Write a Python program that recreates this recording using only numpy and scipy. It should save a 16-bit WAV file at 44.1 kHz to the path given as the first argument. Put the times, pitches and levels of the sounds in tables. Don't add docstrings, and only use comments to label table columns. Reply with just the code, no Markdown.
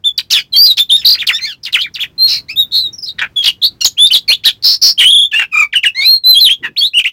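import sys
import numpy as np
from scipy import signal
from scipy.fft import rfft, irfft
from scipy.io import wavfile
from scipy.ndimage import uniform_filter1d

SR = 44100
rng = np.random.default_rng(int(sys.argv[2]) if len(sys.argv) > 2 else 0)


def digitize_waveform(pressure):
    field = np.atleast_2d(pressure).T
    bounded = np.clip(field, -1, 1)
    quanta = np.round(bounded * 32767).astype(np.int16)
    wavfile.write(sys.argv[1], SR, quanta)


N = 313992


def gain_of(db):
    return 10 ** (np.asarray(db) / 20)


def unit_rms(x):
    return x / np.sqrt(np.mean(x ** 2) + 1e-20)


def value_at(points, hz):
    f, value = np.transpose(points)
    return np.interp(np.log(hz + 1), np.log(f + 1), value)


def shaped_noise(spectrum):
    gains = gain_of(value_at(spectrum, np.fft.rfftfreq(N, 1 / SR)))
    return irfft(rfft(rng.standard_normal(N)) * gains, N)


def wander(t, hz):
    f = np.fft.rfftfreq(len(t), 1 / SR)
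    return unit_rms(irfft(rfft(rng.standard_normal(len(t))) * np.exp(-(f / hz) ** 2 / 2), len(t)))


def phase_of(hz):
    return 2 * np.pi * np.cumsum(hz) / SR


def add(mix, start, sound):
    part = mix[max(round(start * SR), 0):][:len(sound)]
    part += sound[:len(part)]


def span(start, end, edge_s=.0035):
    t = np.arange(start - edge_s / 2, end + edge_s, 1 / SR)
    ramp = np.clip(np.minimum(t - t[0], (t[-1] - t) / 2) / edge_s, 0, 1)
    return t, np.sin(np.pi / 2 * ramp) ** 2


def either_side(t, start, length, share):
    share = np.clip(share, .02, .98)
    progress = np.clip((t - start) / length, 0, 1)
    return np.maximum(1 - progress / share, 0), np.maximum((progress - share) / (1 - share), 0)


def effort(t, start, length, loudest, onset_db=-5, swell_db=-15, fade_db=-9.5):
    before, after = either_side(t, start, length, loudest)
    onset = np.exp(-np.maximum(t - start, 0) / (.13 * length))
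    return onset_db * onset + swell_db * before ** 2.16 + fade_db * after ** 1.29


def bend(start, length, first_hz, turn_hz, last_hz, turn, db, loudest, hoarse):
    t, gate = span(start, start + length)
    before, after = either_side(t, start, length, turn)
    hz = turn_hz + (first_hz - turn_hz) * before ** 2.1 + (last_hz - turn_hz) * after ** 1.5
    return t, gate, hz, db + effort(t, start, length, loudest), hoarse


def sweep(start, length, first_hz, last_hz, db, loudest, hoarse):
    t, gate = span(start, start + length)
    hz = first_hz + (last_hz - first_hz) * np.clip((t - start) / length, 0, 1) ** .85
    octaves_fallen = np.maximum(np.log2(first_hz / hz), 0)
    return t, gate, hz, db - 3.5 * octaves_fallen ** 2 + effort(t, start, length, loudest), hoarse


def gesture(rows):
    times, *columns = np.transpose(rows)
    times = np.sort(times)
    t, gate = span(times[0], times[-1])
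    curves = [uniform_filter1d(np.interp(t, times, c), size=180, mode="nearest") for c in columns]
    return t, gate, *curves


def background():
    # f/Hz, level/dB
    spectrum = [(20, -17.5), (50, -3.5), (110, 1.5), (190, -6), (320, -9.5), (600, -20), (1200, -24),
                (2500, -28.5), (5000, -34), (10000, -44), (16000, -38)]
    # t/s, level/dB
    levels = [(0, -51), (.8, -48), (1.6, -50.5), (2.2, -46), (2.6, -46), (3.2, -47), (3.8, -49),
              (4.6, -49.5), (5.5, -54), (6.2, -56.5), (6.65, -51), (7.1, -62.5)]
    t = np.arange(N) / SR
    rumble = unit_rms(shaped_noise(spectrum))
    return gain_of(np.interp(t, *np.transpose(levels)) + 1.8 * wander(t, 6)) * rumble


def tone(phase, overtones_db=0, sheen_db=0, sheen_hz=13800, sheen_width_hz=2200):
    hz = np.gradient(phase) * SR / (2 * np.pi)
    overtones = 0
    for k, db in (2, -33), (3, -46), (4, -50):
        sheen = np.exp(-((k * hz - sheen_hz) / sheen_width_hz) ** 2)
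        overtones += gain_of(db + (13 + sheen_db) * sheen) * np.sin(k * phase)
    return np.sqrt(2) * (np.sin(phase) + gain_of(overtones_db) * overtones)


def whistle(note, sheen_db=0, rattle_hz=125, weak_below_hz=2110, weak_db_per_octave=-11.5):
    t, gate, hz, db, hoarse = note
    rough = np.clip(hoarse, 0, 1.2) ** 3
    rattle = np.sin(phase_of(rattle_hz * (1 + .25 * wander(t, 42))))
    unsteady = rough * np.interp(db, [-18, -3], [1.5, .8])
    flutter = .06 * wander(t, 550) + .04 * rattle
    throb = 1 + .4 * unsteady * rattle + .2 * unsteady * wander(t, 900)
    throat_db = weak_db_per_octave * np.maximum(np.log2(weak_below_hz / hz), 0)
    hz = hz * (1 + .0029 * wander(t, 100) + unsteady * flutter)
    voice = tone(phase_of(hz), overtones_db=10 * rough, sheen_db=sheen_db)
    return t[0], gate * gain_of(db + throat_db) * throb * voice, hoarse


def whistles():
    # t/s, length/s, first f/Hz, turn f/Hz, last f/Hz, turn at/share, level/dB,
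    # loudest at/share, hoarseness, extra sheen/dB
    arches = [ (0.04, 0.06, 3040, 3580, 3393, 0.24, -5, 0.48, 0.29, 0),
              (0.535, 0.036, 3410, 3190, 3294, 0.52, -6, 1, 0.4, 13),
              (0.788, 0.032, 3116, 3530, 3534, 0.35, -0.5, .6, 0.61, 14.5),
              (1.174, .061, 1600, 3600, 1390, 0.51, -14.5, 0.82, 0.78, -9),
              (1.835, .037, 2520, 2360, 1350, 0.45, -19.5, .45, 0.46, 5),
              (1.986, 0.06, 1336, 3557, 1664, 0.54, -13.5, 0.73, 0.82, 11),
              (2.18, 0.0863, 4134, 4145, 4306, 0.33, -2.5, 0.86, 0.26, 5),
              (2.559, 0.076, 3334, 3824, 3550, 0.54, -6, 0.56, 0.38, 24.5),
              (2.712, 0.17, 3546, 4153, 3690, 0.37, -10.5, 0.44, 0.35, 10.5),
              (2.927, 0.029, 6540, 5510, 6030, 0.41, -26.5, .45, 0.26, 6.5),
              (2.98, 0.022, 6300, 5210, 5600, 0.32, -23.5, 0.4, 0.42, 20),
              (3.021, 0.034, 6230, 4890, 5600, 0.38, -17, 0.54, 0.44, 8),
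              (3.054, 0.035, 5170, 3950, 4710, 0.32, -20.5, 1, 0.62, 2),
              (3.08, 0.033, 4610, 3720, 4170, 0.48, -18, 0.19, 0.56, 4),
              (4.104, 0.026, 2467, 3050, 3010, 0.5, -3, 0.84, 0.71, 17),
              (4.128, 0.048, 5340, 3310, 4520, 0.8, -0.5, .45, 0.91, -5),
              (4.279, 0.04, 4580, 4187, 4580, 0.64, -2, .5, 0.63, -9),
              (4.28, 0.06, 2478, 2283, 3766, 0.22, -5, 0.96, 0.79, 0),
              (4.99, .042, 4587, 1933, 2960, 0.86, -5, 0.17, 0.83, 2),
              (5.032, 0.0188, 2810, 2225, 3210, 0.38, -4.5, 1, 0.77, -1),
              (5.332, .11, 2450, 2808, 2636, 0.48, -8.5, 0.22, 0.68, 4),
              (5.752, 0.03, 2906, 2978, 2650, 0.28, -1, 0.35, 0.56, 0),
              (5.854, 0.034, 2915, 2946, 2534, 0.13, -2.5, 0.32, 0.61, 7),
              (6.043, .125, 3860, 4270, 4170, 0.79, 0.5, 0.21, 0.44, -12),
              (6.238, 0.11, 3965, 4083, 3930, 0.62, 5.5, 0.62, 0.2, -4.5),
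              (6.343, 0.057, 3235, 3240, 3540, 0.42, -1, 0.68, 0.54, 9),
              (6.489, 0.047, 1763, 3240, 3475, 0.56, -3.5, 0.51, 0.66, -8),
              (6.763, 0.049, 2143, 4414, 4450, 0.58, -7.5, 0.67, 0.49, 4.5),
              (6.802, 0.075, 3270, 3242, 4277, .16, -5, 0.47, 0.51, 5)]
    # t/s, length/s, first f/Hz, last f/Hz, level/dB, loudest at/share, hoarseness
    glides = [ (0.178, 0.019, 5020, 2700, -5, 0.16, 1.04), (0.304, 0.023, 3360, 6000, -9, 0.45, 1.15),
              (0.324, 0.069, 4410, 2210, -3.5, 0.12, 0.88), (0.77, 0.024, 4500, 2006, -8, 0.52, 1),
              (0.778, 0.024, 5590, 3328, -8, 0.66, 0.99), (1.011, 0.044, 3480, 1900, -27.5, 0.057, 0.99),
              (1.144, 0.023, 3300, 1330, -20, 0.07, 1), (1.268, 0.015, 4730, 3500, -6.5, 0.62, 1.13),
              (1.285, 0.036, 3483, 1112, -2.5, 0.067, 0.85), (1.382, 0.032, 3160, 1440, -23, 0.073, 0.77),
              (1.631, 0.015, 5290, 4400, -22.5, 0.66, .9), (1.645, 0.05, 4830, 1500, -17.5, 0.28, 0.98),
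              (1.725, 0.01, 4360, 2920, -13, 0.84, 1.11), (1.737, 0.041, 4040, 1077, -1.5, 0.23, 0.81),
              (1.778, 0.067, 2714, 3595, -12.5, 0.28, .7), (1.81, 0.018, 5080, 3390, -11, 0.77, 0.7),
              (1.94, 0.038, 5740, 1656, -17, .6, 0.86), (3.36, 0.066, 3450, 3240, -8, 0.16, 0.42),
              (3.47, 0.022, 3740, 2663, -0.5, 0.76, 0.89), (3.845, 0.015, 5620, 3095, 4, 0.24, 0.92),
              (3.848, 0.026, 7040, 6470, -6, 0.48, 0.77), (4.451, 0.045, 4480, 3156, 0.5, 0.16, 0.9),
              (4.625, 0.006, 5300, 4050, -18.5, 0.39, 0.86), (5.313, 0.028, 3175, 2313, -17.5, .2, 0.67),
              (6.005, .042, 3600, 3910, -14, 0.47, 0.7)]
    # t/s, f/Hz, level/dB, hoarseness
    climb = [(.523, 4196, -28.5, .48), (.538, 3970, -5, 0.5), (.552, 4010, -23, 0.5), (.568, 4477, 0, 0.4),
             (.655, 4884, 2, 0.6), (.668, 4140, -5.5, 0.66), (.698, 4020, -3.5, .55),
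             (.716, 3748, -4, 0.62), (.728, 3810, -19, 0.77)]
    dip_and_hold = [(.892, 4210, -26, 0.3), (.904, 2997, -4, 0.32), (.917, 3720, -6, 0.78),
                    (0.928, 3583, 3, 0.47), (.955, 3706, -7, .45), (0.969, 3635, -3.5, 0.81)]
    hold_and_flick = [(3.969, 2410, -37.5, .3), (3.983, 3210, -12, 0.74), (4.003, 3450, -2.5, 0.49),
                      (4.039, 3515, 6, 0.32), (4.065, 3687, -2, 0.5), (4.078, 4750, -21, 1)]
    lead_in = [(4.978, 3033, -15.5, 0.53), (4.992, 3310, -4.5, 0.64), (5.004, 2986, -3, 0.84),
               (5.031, 3000, -5.5, 0.94), (5.066, 2980, 2, 0.38), (5.08, 3278, -1, 0.75),
               (5.099, 3230, -6.5, 0.47), (5.113, 3670, 3, .4)]
    descent = [(6.401, 4520, -16, 0.58), (6.415, 4115, 2, 0.51), (6.44, 4050, -1.5, 0.55),
               (6.458, 3634, -0.5, 0.4), (6.473, 3106, -1.5, 0.37), (6.489, 2960, -6, .6)]
    warble = [(6.935, 2544, -22, 0.64), (6.948, 2870, -11.5, 0.34), (6.965, 2995, -8, 0.27),
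              (6.978, 2730, -2, 0.43), (6.991, 3125, -2.5, 0.68), (7.003, 2394, -4.5, 0.69)]
    hook = [(7.042, 3240, -16, 0.91), (7.052, 1896, -11, 0.29), (7.061, 2685, -6, 0.52),
            (7.082, 2980, -18, 0.91)]
    for row in glides:
        yield whistle(sweep(*row))
    for *shape, sheen_db in arches:
        yield whistle(bend(*shape), sheen_db)
    for curve in climb, dip_and_hold, hold_and_flick, lead_in, descent, warble, hook:
        yield whistle(gesture(curve))


def air(leaking, level_db=-18, grain_db=3):
    # f/Hz, level/dB
    spectrum = [(100, -16), (1000, -8), (2500, -1), (4500, 1.5), (6500, 1), (8500, -9.5), (11000, -7),
                (14000, -2), (16000, -8)]
    strength = np.sqrt(abs(uniform_filter1d(leaking ** 2, size=90)))
    hiss = unit_rms(shaped_noise(spectrum) * gain_of(grain_db * wander(leaking, 320)))
    return strength * hiss * gain_of(level_db)


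def room(x, tail_db=-14, onset_s=.0017):
    # delay/s, gain
    echoes = [(.0021, 0.2), (.0047, 0.012), (.0079, 0.13), (.0113, 0.082), (.0165, -0.31), (.0228, 0.14)]
    # f/Hz, time to fall by 60 dB/s
    decay = [(300, 0.19), (1500, 0.11), (3500, 0.14), (6000, .14), (14000, 0.16)]
    hz, t, noise = signal.stft(rng.standard_normal(SR // 2), SR, nperseg=256)
    tail = signal.istft(noise * gain_of(-60 * t / value_at(decay, hz)[:, None]), SR, nperseg=256)[1]
    tail *= 1 - np.exp(-(np.arange(len(tail)) / SR / onset_s) ** 2)
    response = gain_of(tail_db) * tail / np.linalg.norm(tail)
    response[0] += 1
    for delay, gain in echoes:
        response[round(abs(delay) * SR)] += gain
    return signal.fftconvolve(x, response)[:N]


def throat(hz, throat_hz, width_octaves, skirt_db):
    k = np.arange(1, 11)[:, None]
    detuning = np.log2(k * hz / throat_hz) / width_octaves
    gains = gain_of(-skirt_db * np.log10(1 + detuning ** 4)) * (k * hz < SR / 2)
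    return np.sqrt(2) * (gains * np.sin(k * phase_of(hz))).sum(0) / np.linalg.norm(gains, axis=0)


def reeds(jitter=.024, doubling=.051):
    # t/s, length/s, first f/Hz, turn f/Hz, last f/Hz, turn at/share, level/dB,
    # loudest at/share, hoarseness, throat f/Hz
    notes = [ (0.302, 0.036, 1868, 2972, 2070, 0.43, -7.5, 1, 1.23, 4020),
             (0.335, 0.073, 2042, 1731, 1453, .5, -11, 0.44, 0.96, 3120),
             (0.962, 0.048, 1757, 1798, 1710, 0.45, -22, 0.92, 0.77, 3700),
             (1.322, 0.053, 1700, 1758, 1930, 0.4, -11.5, 0.59, 0.63, 3400),
             (1.407, 0.057, 2104, 2076, 2340, 0.52, -14.5, 0.88, 0.82, 3380),
             (1.463, 0.072, 1930, 1791, 1338, 0.11, -20, 0.17, 0.9, 2820),
             (2.484, 0.051, 1930, 2638, 2500, 0.78, -19.5, 0.37, 0.68, 3180),
             (3.807, 0.02, 1640, 1400, 1447, .5, -8, 0.8, 0.83, 3950),
             (4.437, .057, 998, 1829, 1154, 0.54, -6.5, 0.75, 0.75, 2960),
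             (5.328, 0.023, 828, 869, 866, 0.42, -6, 1, 0.54, 2160),
             (5.726, .029, 3560, 1560, 2520, 0.79, -11.5, 0.34, 0.5, 2150),
             (5.83, 0.031, 3347, 1617, 2100, 0.92, -6.5, 0.32, 0.68, 2150),
             (5.947, 0.13, 1900, 2171, 2733, .45, -11, 0.45, 0.42, 2870)]
    for *shape, throat_hz in notes:
        t, gate, hz, db, hoarse = bend(*shape)
        hz = hz * (1 + jitter * hoarse ** 2 * wander(t, 510))
        alternation = 1 + doubling * np.cos(phase_of(hz) / 2)
        buzz = throat(hz, throat_hz, width_octaves=.69, skirt_db=26.5)
        yield t[0], gate * gain_of(db) * alternation * buzz, hoarse


def trills(jitter=.2, hurry_dip_db=23, rough_dip_db=16):
    # t/s, length/s, first f/Hz, last f/Hz, level/dB, loudest at/share, hoarseness,
    # first rate/Hz, last rate/Hz, swing/Hz, falling part of a swing/share, roughness
    notes = [ (1.047, 0.098, 4222, 4557, 2.5, 0.1, 0.73, 44, 54, 441, 0.52, 0.11),
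             (2.274, 0.1, 4727, 4697, -10.5, 0.32, 0.8, 99, 53, 640, .5, 0.22),
             (2.264, 0.13, 4000, 4245, -11.5, .2, 1.06, 117, 100, 190, 0.6, 0),
             (2.268, 0.12, 2990, 2446, -24, .45, 1, 86, 53, 270, 0.64, 0.4),
             (2.715, 0.095, 3938, 4142, -8.5, 0.53, 0.71, 102, 112, 370, 0.34, 0.01),
             (3.426, 0.057, 3760, 3760, -4, 0.87, 1.1, 61, 50, 523, 0.483, 0.66),
             (3.617, .057, 3555, 4322, -2.5, 0.57, 0.59, 58, 68, 393, .45, .05),
             (4.634, 0.12, 4597, 4750, -1, 0.18, 0.86, 87, 113, 618, 0.75, 0.08),
             (4.816, .097, 5097, 4810, 2, 0.16, .9, 110, 78, 657, 0.71, 0.05),
             (5.111, 0.15, 3386, 3424, 1, 0.11, 0.3, 27.5, 31, 149.2, 0.74, 0)]
    for *shape, first_rate, last_rate, swing_hz, fall, rough in notes:
        t, gate, hz, db, hoarse = sweep(*shape)
        rate = np.linspace(first_rate, last_rate, len(t)) * (1 + .065 * wander(t, 140))
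        cycle = np.cumsum(rate) / SR % 1
        angle = np.pi * np.where(cycle < fall, cycle / fall, 1 + (cycle - fall) / (1 - fall))
        hz = (hz + swing_hz * np.cos(angle)) * (1 + jitter * rough * wander(t, 900))
        dip_db = hurry_dip_db * max(2 * fall - 1, 0) + rough_dip_db * rough
        rising = np.maximum(-np.sin(angle), 0)
        yield t[0], gate * gain_of(db - dip_db * rising) * tone(phase_of(hz)), hoarse


def rasps(flutter_hz=135, unevenness=.88, shimmer=7.9):
    # t/s, length/s, first f/Hz, last f/Hz, level/dB, loudest at/share, hoarseness,
    # throat f/Hz, flutter/share of pitch
    notes = [ (3.183, 0.023, 2010, 1643, -14, 0.64, 0.46, 2570, 0.067),
             (3.21, 0.0417, 870, 753, -11, 0.28, 0.51, 1806, 0.056),
             (5.391, 0.013, 1009, 779, -9, 0.48, 0.4, 1960, 0.078),
             (5.419, 0.0132, 916, 722, -11, 0.39, 0.6, 1980, 0.071),
             (6.627, .048, 1019, 825, -14.5, 0.64, 0.6, 1900, 0.036)]
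    for *shape, throat_hz, flutter in notes:
        t, gate, hz, db, hoarse = sweep(*shape)
        shake = np.sin(2 * np.pi * flutter_hz * (t - t[0])) + unevenness * wander(t, 690)
        strength = gate * gain_of(db) * (1 + shimmer * flutter * wander(t, 510))
        buzz = throat(hz * (1 + flutter * shake), throat_hz, width_octaves=.72, skirt_db=31)
        yield t[0], strength * buzz, hoarse


def stutter(breaks_per_s=36, lift=.025, hoarse=.6):
    # t/s, f/Hz, level/dB, depth of the break/0-1
    curve = [(5.514, 2790, -40, 0.43), (5.53, 2464, -14, 0.07), (5.548, 2438, -10, 0.7),
             (5.6, 2503, -4.5, 0.25), (5.632, 2348, -6.5, 0.69), (5.652, 2270, -20, 0.1)]
    t, gate, hz, db, depth = gesture(curve)
    flip = -np.sin(2 * np.pi * breaks_per_s * (t - curve[0][0]))
    broken = .5 + .5 * np.tanh(8 * (flip - .15))
    phase = phase_of(hz * (1 + lift * (2 * broken - 1) + .007 * wander(t, 500)))
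    octave_below = np.sin(phase / 2) + gain_of(-15) * np.sin(1.5 * phase)
    voice = tone(phase, overtones_db=6) * (1 - depth * broken) + depth * broken * octave_below
    return t[0], gate * gain_of(db) * voice, hoarse


def feather_puff(start_s=6.58, length_s=.16, centre_hz=299, width_hz=130, level_db=-41.5):
    t = np.arange(N) / SR
    swell = np.sin(np.pi * np.clip((t - start_s) / length_s, 0, 1))
    noise = unit_rms(wander(t, width_hz) * np.sin(2 * np.pi * centre_hz * t))
    return gain_of(level_db) * swell * noise


def scene(clear_leak=.006):
    song, leaking = np.zeros((2, N))
    for start, sound, hoarse in *whistles(), *reeds(), *trills(), *rasps(), stutter():
        leak = clear_leak + np.clip(hoarse, 0, 1) ** 2.4
        add(song, start, sound)
        add(leaking, start, sound * leak)
    return (room(song + air(leaking)) + feather_puff() + background())[None]


def record(dry, ceiling=.88, bias=.037, low_cut_hz=25, high_cut_hz=16250):
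    driven = ceiling * (np.tanh(dry / ceiling + bias) - np.tanh(bias))
    driven = signal.sosfilt(signal.butter(1, low_cut_hz, "high", fs=SR, output="sos"), driven)
    low_pass = signal.firwin(255, high_cut_hz, window=("kaiser", 8), fs=SR)
    return signal.oaconvolve(driven, low_pass[None], "same")


dry = scene()
out = record(dry)
digitize_waveform(out)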